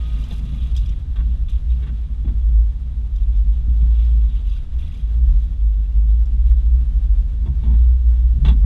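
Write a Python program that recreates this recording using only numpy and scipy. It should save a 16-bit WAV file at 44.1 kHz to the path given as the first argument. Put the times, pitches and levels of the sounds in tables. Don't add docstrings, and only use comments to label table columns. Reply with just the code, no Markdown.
import sys
import numpy as np
from scipy.fft import rfft, irfft, next_fast_len
from scipy.io import wavfile
from scipy.ndimage import map_coordinates

SR = 44100
rng = np.random.default_rng(int(sys.argv[2]) if len(sys.argv) > 2 else 0)


def generate_wav(signal):
    frames = np.transpose(np.atleast_2d(signal))
    scaled = np.clip(frames, -1, 1) * 32767
    pcm = np.round(scaled).astype(np.int16)
    wavfile.write(sys.argv[1], SR, pcm)


N = 381465

# centre in Hz, width in Hz, relative level in dB.
HOUSING_MODES = [(2434, 78, 4.5), (2753, 60, 12.5), (3080, 390, 2.5), (3395, 98, 15.5), (3777, 130, 9),
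                 (4090, 250, -0.5), (4950, 79, -10.5), (5730, 80, -10), (6370, 110, -17.5),
                 (7480, 79, -15.5)]
# centre in Hz, width in Hz, relative level in dB.
DOOR_SKIN_MODES = [(1130, 110, -8), (1387, 24, -5.5), (1532, 23, -1.5), (1804, 97, -4), (1980, 62, -5),
                   (2250, 55, -3)]
# centre in Hz, width in Hz, relative level in dB.
FLOOR_PAN_MODES = [(87, 13, -7.5), (135.6, 17, 1.5), (169, 25, -3.5), (197, 26, -6), (238.4, 22, -9.5),
                   (283, 38, -17.5), (355, 81, -22.5)]


def amp(db):
    return 10 ** (np.asarray(db) / 20)


def unit(x):
    return x / np.sqrt(np.mean(x ** 2) + 1e-20)


def curves(rows):
    s, *cols = np.transpose(rows)
    return [np.interp(np.arange(N) / SR, s, c) for c in cols]


def wobble(rate):
    knots = rng.standard_normal(int(N * rate / SR) + 4)
    return map_coordinates(knots, [np.arange(N) * rate / SR])


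def filtered(x, response):
    m = next_fast_len(N + SR // 2)
    return irfft(rfft(x, m) * response(np.fft.rfftfreq(m, 1 / SR)), m)[:N]


def colour(points):
    f, db = np.transpose(points)
    return lambda hz: amp(np.interp(np.log(hz + 1), np.log(f + 1), db))


def modes(table):
    def response(f):
        h = 0
        for k, (c, w, db) in enumerate(table):
            h = h + (-1) ** k * amp(db) * 1j * f * w / (c * c - f * f + 1j * f * w)
        return h / np.sqrt(np.mean(np.abs(h) ** 2))
    return response


def tone(hz, db, drift=0):
    return np.sqrt(2) * amp(db) * np.sin(2 * np.pi * np.cumsum(hz) / SR + drift)


def drone():
    # time in seconds, pitch in Hz, mean level in dB rms.
    engine = [(0, 59.7, -23.5), (.16, 52.85, -19.5), (.43, 52.64, -28.5), (.8, 60.46, -19),
              (.98, 56.16, -36), (1.27, 55.1, -18), (1.55, 53.16, -24), (1.71, 60.06, -19),
              (2.15, 54.49, -25.5), (2.3, 60.25, -19.5), (2.6, 52.23, -8.5), (2.82, 60.94, -30),
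              (3.0, 56.53, -18.5), (3.1, 57.2, -26.5), (3.31, 54.12, -14), (3.49, 56.7, -19.5),
              (4.11, 56.03, -12), (4.45, 49.8, -28), (4.89, 55.64, -27.5), (5.3, 56, -11.5),
              (5.56, 53.7, -22), (5.71, 51.1, -14), (5.85, 50.3, -17), (6.35, 58.89, -15.5),
              (6.8, 59.84, -14), (7.25, 54.93, -25.5), (7.45, 52.58, -18), (7.78, 59.52, -13),
              (8.39, 58.48, -14.5), (8.5, 57.33, -6.5), (8.6, 52.1, -16.5), (8.65, 50.14, -13)]
    # time in seconds, pitch in Hz, mean level in dB rms.
    cabin_boom = [(0, 44.1, -48), (0.21, 41.4, -34), (.6, 41.48, -50), (.82, 49.92, -20.5),
                  (1.05, 40.7, -31.5), (1.28, 40.5, -18.5), (1.45, 47.7, -27), (1.85, 40.03, -31),
                  (2.17, 46.92, -24.5), (2.46, 45.03, -16), (2.95, 41.7, -39), (3.2, 43.42, -16),
                  (3.45, 45.52, -13), (3.7, 40.74, -23), (4.1, 44.32, -31.5), (4.4, 43.41, -24.5),
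                  (5.03, 43.77, -38), (5.3, 41.49, -15), (5.61, 42, -34.5), (6.1, 44.86, -24),
                  (6.5, 42.94, -16), (6.84, 46.99, -23.5), (7.07, 43.04, -14), (7.4, 47.1, -26.5),
                  (8.1, 43.18, -29), (8.24, 41, -15.5), (8.65, 44.8, -29.5)]
    hz, db = curves(engine)
    boom_hz, boom_db = curves(cabin_boom)
    firing = tone(hz, db + 2.6 * wobble(11), 0.5 * wobble(7.6))
    octave = tone(2 * hz, db - 31.5, 1.8 * wobble(10))
    boom = tone(boom_hz, boom_db + 2.7 * wobble(7.8), 0.76 * wobble(7))
    sway = tone(np.full(N, 23.5), -33.5 + 4 * wobble(2.1), 3.4 * wobble(4.3))
    return firing + octave + boom + sway


def tyres():
    # time in seconds, level in dB rms.
    roll = [(0.0, -39.5), (0.21, -36.5), (0.63, -37), (0.79, -41), (1.44, -39), (1.56, -44), (4.12, -37.5),
            (4.43, -41.5), (5.28, -39), (5.76, -43.5), (7.06, -40), (7.42, -42.5), (7.66, -32), (7.85, -45),
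            (8.31, -38), (8.65, -38.5)]
    # time in seconds, relative level in dB.
    jolts = [(0, -38.5), (.85, -32.5), (1.5, -34), (2.2, -37.5), (2.31, -30.5), (2.5, -39), (3.3, -32),
             (3.9, -36), (5.06, -33.5), (5.27, -30), (5.55, -34.5), (6.5, -37), (7.4, -32), (7.52, -29),
             (8.2, -37), (8.45, -26.5), (8.65, -28.5)]
    # frequency in Hz, relative level in dB per Hz.
    rumble = [(8.8, -22.5), (15, -6), (43, 2.5), (63, 9.5), (82, -3), (108, -13), (130, -15), (170, -47),
              (290, -120)]
    roll_db, = curves(roll)
    jolt_db, = curves(jolts)
    shudder = unit(filtered(rng.standard_normal(N), colour(rumble)))
    lumps = amp(1.7 * wobble(6) + 2.5 * wobble(25)) * rng.standard_normal(N)
    floor = unit(filtered(lumps, lambda hz: modes(FLOOR_PAN_MODES)(hz) / (1 + (hz / 290) ** 4)))
    return amp(jolt_db + 9.5) * shudder + amp(roll_db) * floor


def cabin():
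    # time in seconds, level of the steady hiss in dB rms before its flutter.
    load = [(0.0, -49), (1.11, -53.5), (3.54, -54.5), (3.95, -51.5), (4.55, -54.5), (5.32, -52.5),
            (5.56, -55), (8.65, -52.5)]
    # frequency in Hz, relative level in dB per Hz.
    spectrum = [(150, -30), (250, 0.5), (292, -11), (482, -15), (1070, -22), (1760, -25), (2120, -27),
                (2400, -27.5), (3690, -26.5), (4460, -33), (10200, -42), (12400, -44), (15500, -64)]
    ticks_per_s, tick_t60_s = 12, 0.012
    db, = curves(load)
    flutter = amp(db + 1.0 * wobble(25) + 0.59 * wobble(60))
    tick_decay = amp(-60 * np.arange(SR // 100) / SR / tick_t60_s)
    ticks = np.convolve(rng.random(N) < ticks_per_s / SR, tick_decay)[:N]
    hiss = unit(filtered(rng.standard_normal(N), colour(spectrum)))
    trim = filtered(ticks * rng.standard_normal(N), lambda hz: colour(spectrum)(hz) * (hz > 900))
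    housing = filtered(rng.standard_normal(N), modes(HOUSING_MODES))
    return flutter * (hiss + amp(30) * trim + amp(-24.5) * housing)


def gears():
    # time in seconds, pitch in Hz, mean level in dB rms.
    whine = [(0, 1246, -57), (.3, 1232, -63), (.6, 1228, -68), (1.1, 1222, -82)]
    hz, db = curves(whine)
    return tone(hz, db + 1.8 * wobble(15), 0.5 * wobble(20))


def sweep_gains():
    # start of the hold in seconds, hold in seconds,
    # relative level in dB, fine noise against coarse in dB.
    sweeps = [(0, 0.33, -54.5, -5.5), (0.286, 0.11, -58.5, 3.5), (0.454, 0.25, -56, -4),
              (0.751, 0.023, -50, -2.5), (0.815, 0.11, -57, -6), (1.222, 0.13, -64.5, -12),
              (1.485, 0.023, -54, -2.5), (1.692, 0.043, -58.5, -4), (1.934, 0.085, -69, -7),
              (3.131, 0.091, -68.5, -7), (3.328, 0.0092, -62, -14), (3.531, 0.03, -67.5, 1.5),
              (3.697, 0.15, -70.5, -2.5), (3.909, .2, -61, -5), (4.114, 0.18, -65.5, -4),
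              (4.312, 0.077, -58, -10), (4.453, 0.12, -56.5, -5), (4.789, 0.08, -57, -5),
              (4.911, 0.094, -58, -5), (5.257, 0.057, -66.5, -2.5), (5.38, 0.072, -66.5, 3),
              (6.465, 0.038, -67, 3)]
    attack_s, t60_s = 0.0069, 0.3
    arch_db = 1
    t = np.arange(N) / SR
    power = amp([[0], [-5]]) ** 2 * amp(-76 + 3 * wobble(30)) ** 2
    for s, hold, db, treble_db in sweeps:
        rise = np.clip((t - s) / attack_s + 1, 0, 1)
        arch = arch_db * np.sin(np.pi * np.clip((t - s) / hold, 0, 1))
        decay = 60 * np.maximum(t - s - hold, 0) / t60_s
        shape = rise * amp(db + arch - 4.0 - decay)
        power = power + (amp([[0], [treble_db]]) * shape) ** 2
    return np.sqrt(power)


def crunch(count=5000):
    centre_hz, log_spread, life_cycles = 3100, 0.21, 38
    when = rng.random(count)
    size = np.minimum(rng.exponential(size=count), 2.4)[:, None]
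    hz = np.clip(centre_hz * np.exp(log_spread * rng.standard_normal(count)), 1500, 6000)[:, None]
    k = np.arange(800)
    decay = amp(6.5 * size - 60 * k / SR * hz / life_cycles)
    rings = decay * np.sin(2 * np.pi * hz * k / SR) * (1 - np.exp(-k / 50))
    places = (when * N).astype(int)[:, None] + k
    return unit(np.bincount(places.ravel(), rings.ravel(), N + len(k))[:N])


def twigs():
    # frequency in Hz, relative level in dB per Hz.
    needles = [(710, -29), (1200, 6), (1360, -8.5), (2300, -3), (3420, -1), (4330, -17), (6430, -23),
               (12800, -22), (15500, -43)]
    coarse_gain, fine_gain = sweep_gains()
    clumps_db = 2 * np.tanh(wobble(40))
    fine_clumps_db = 3 * np.tanh(wobble(45))

    def grains(lumps_db, swing_db, rate):
        return unit(rng.standard_normal(N) * amp(lumps_db + swing_db * np.tanh(wobble(rate))))

    def response(hz):
        return modes(HOUSING_MODES)(hz) + amp(-8.0) * unit(colour(needles)(hz))

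    def split(hz):
        return 1 / (1 + (hz / 4400) ** 12)

    def coarse_response(hz):
        return (response(hz) + amp(-13.0) * modes(DOOR_SKIN_MODES)(hz)) * split(hz)

    coarse = unit(filtered(grains(clumps_db, 3, 130), coarse_response))
    fine = unit(filtered(grains(fine_clumps_db, 6, 180), lambda hz: response(hz) * (1 - split(hz))))
    crust = amp(-1.5 + clumps_db) * crunch()
    return coarse_gain * (1.63 * coarse + crust) + fine_gain * fine


def snaps():
    # start in seconds, relative level in dB, pitch in Hz,
    # crack against ping in dB.
    ticks = [(0.2386, -38.5, 3070, -6.5), (0.309, -33, 3590, -21.5), (0.7638, -30, 3310, -4.5),
             (0.776, -32.5, 3590, -9.5), (0.831, -50.5, 3480, -21), (0.8592, -38.5, 3370, -10),
             (0.89, -39.5, 3540, -6.5), (0.896, -44.5, 3080, -13), (1.485, -38.5, 3430, -23.5),
             (1.7043, -43.5, 3730, -18.5), (3.1595, -44.5, 3610, -4), (3.183, -50, 3204, -14),
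             (3.233, -47, 3630, -19), (3.364, -54, 3570, -3), (4.049, -49, 1860, -6.5),
             (4.298, -46.5, 3740, -17.5), (4.4738, -44, 2940, -15.5), (4.5248, -43, 2700, -17),
             (4.498, -48, 4750, -18), (4.565, -44, 1500, -13), (4.828, -48, 2830, -19),
             (4.921, -48.5, 2790, -18), (4.95, -45.5, 3490, -22.5), (5.002, -46, 3210, -25),
             (6.255, -54.5, 3422, 1)]
    cracks, pings = np.zeros(N + SR), np.zeros(N + SR)
    t = np.arange(SR // 30) / SR
    for s, db, hz, crack_db in ticks:
        start = round(s * SR)
        fade = amp(db - 60 * t / 0.029) * (1 - np.exp(-t / 0.00099))
        cracks[start:][:len(t)] += amp(crack_db) * fade * rng.standard_normal(len(t))
        drift = np.cumsum(0.036 * rng.standard_normal(len(t)))
        pings[start:][:len(t)] += fade * np.sin(2 * np.pi * hz * t + drift)

    def crack_response(hz):
        return amp(-1.5) * modes(HOUSING_MODES[6:])(hz) + (hz > 3000) / (1 + (hz / 9000) ** 2)

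    return pings[:N] + filtered(cracks[:N], crack_response)


def branches():
    # time in seconds, relative level in dB, then door skin, housing and
    # floor pan against the wing panel in dB, drag in seconds before each body's share,
    # favoured panel pitch in Hz, favoured floor pitch in Hz.
    knocks = [(0.311, -39.5, -6, -4, 9.5, 0.012, 810, 172), (0.89, -62, -2, -12, 30.5, 0.052, 810, 129),
              (1.159, -44, 4.5, 1, 2, 0.0097, 990, 200), (1.187, -46, 2.5, -4.5, 12.5, 0.022, 1098, 160),
              (1.824, -49.5, 6.5, 3, 13.5, 0.019, 430, 142), (1.867, -48, 3, 0, 15.5, 0.024, 1190, 232),
              (2.099, -65, 0, -4.5, 26.5, 0.013, 705, 240),
              (2.248, -48, -6.5, -4.5, 22, 0.0082, 808.5, 278.3),
              (2.277, -42.5, -5, -10, 14.5, 0.011, 1170, 276.5),
              (2.302, -56.5, -7, -4, 28, 0.011, 500, 251), (3.669, -68, -15, -12, 40, 0.011, 480, 257),
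              (3.811, -55.5, -11, 3, 27, 0.0094, 505, 159.9), (6.506, -51, 1, -6.5, 2.5, 0.017, 1180, 200),
              (7.459, -43, -8, -13, 17.5, 0.015, 927, 201.8), (7.491, -50, -21.5, -27, 21, 0.015, 679, 167),
              (7.634, -43.5, -7, -8, 15.5, 0.032, 903, 205), (7.665, -45.5, -6, -12, 12.5, 0.024, 823, 204),
              (7.7, -45, -6, -13.5, 18.5, 0.027, 806.5, 204.5),
              (7.735, -48, 0.5, -8, 12, 0.022, 843.5, 139), (8.374, -58, -9, -15, 33.5, 0.029, 606.1, 135),
              (8.45, -31.5, 1.5, 1.5, 9, 0.017, 928.4, 169.6),
              (8.482, -30, -2, -0.5, 3.5, 0.0099, 930.4, 168.5),
              (8.508, -41, -3, -2, 19.5, 0.018, 1053, 253), (8.642, -41.5, -1, -21, 17, 0.023, 785, 200)]
    # centre in Hz, width in Hz, relative level in dB.
    wing_panel = [(410, 73, 4.5), (697, 54, -3.5), (837, 51, -3.5), (930, 25, -3.5), (1048, 40, -6.5)]
    drag_share = np.c_[[1.5, 1.0, 0.79, 1.8]]
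    release_t60_s = np.c_[[0.06, 0.07, 0.09, 0.13]]
    landing_db = [22.7, 14, 12, 27.1]
    spot_width, spot_floor_db = 0.26, -7.5
    out = np.zeros(N + SR)
    t = np.arange(SR // 2) / SR
    f = np.fft.rfftfreq(len(t), 1 / SR)
    soft = 1 / (1 + (f / 10500) ** 4)
    tables = (wing_panel, DOOR_SKIN_MODES, HOUSING_MODES, FLOOR_PAN_MODES)
    bodies = np.array([modes(table)(f) * soft for table in tables])
    bodies[2] += amp(-14.0) * soft * 1j * f / (4000 + 1j * f)

    def spot(hz):
        band = 1j * f * hz * spot_width
        return amp(spot_floor_db) + band / (hz * hz - f * f + band)

    for s, db, skin_db, case_db, thud_db, drag, panel_hz, floor_hz in knocks:
        after = np.maximum(t - drag * drag_share, 0)
        shape = (1 - np.exp(-t / 0.00054)) * amp(-6.5 - 60 * after / release_t60_s)
        slips = 1 + 8 * (rng.random(len(t)) < 250 / SR)
        burst = shape * slips * rng.standard_normal((4, len(t)))
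        burst[:, 30] += amp(landing_db)
        levels = amp(db + np.c_[[0, skin_db, case_db, thud_db]])
        gains = levels * [spot(panel_hz), spot(panel_hz) ** 0.9, f * 0 + 1, spot(floor_hz)]
        knock = irfft(np.sum(rfft(burst) * bodies * gains, 0), len(t))
        out[round((s - 0.0015) * SR):][:len(t)] += knock
    return out[:N]


def scene():
    return (drone() + tyres() + cabin() + gears() + twigs() + snaps() + branches())[None]


def record(dry):
    top_hz = 15600
    to_end = np.minimum(np.arange(N), N - 1 - np.arange(N))
    edge = np.clip(to_end / (0.003 * SR), 0, 1)
    return filtered(dry[0] * edge, lambda hz: (hz < top_hz) / (1 + (hz / 13800) ** 8))[None]


dry = scene()
out = record(dry)
generate_wav(out)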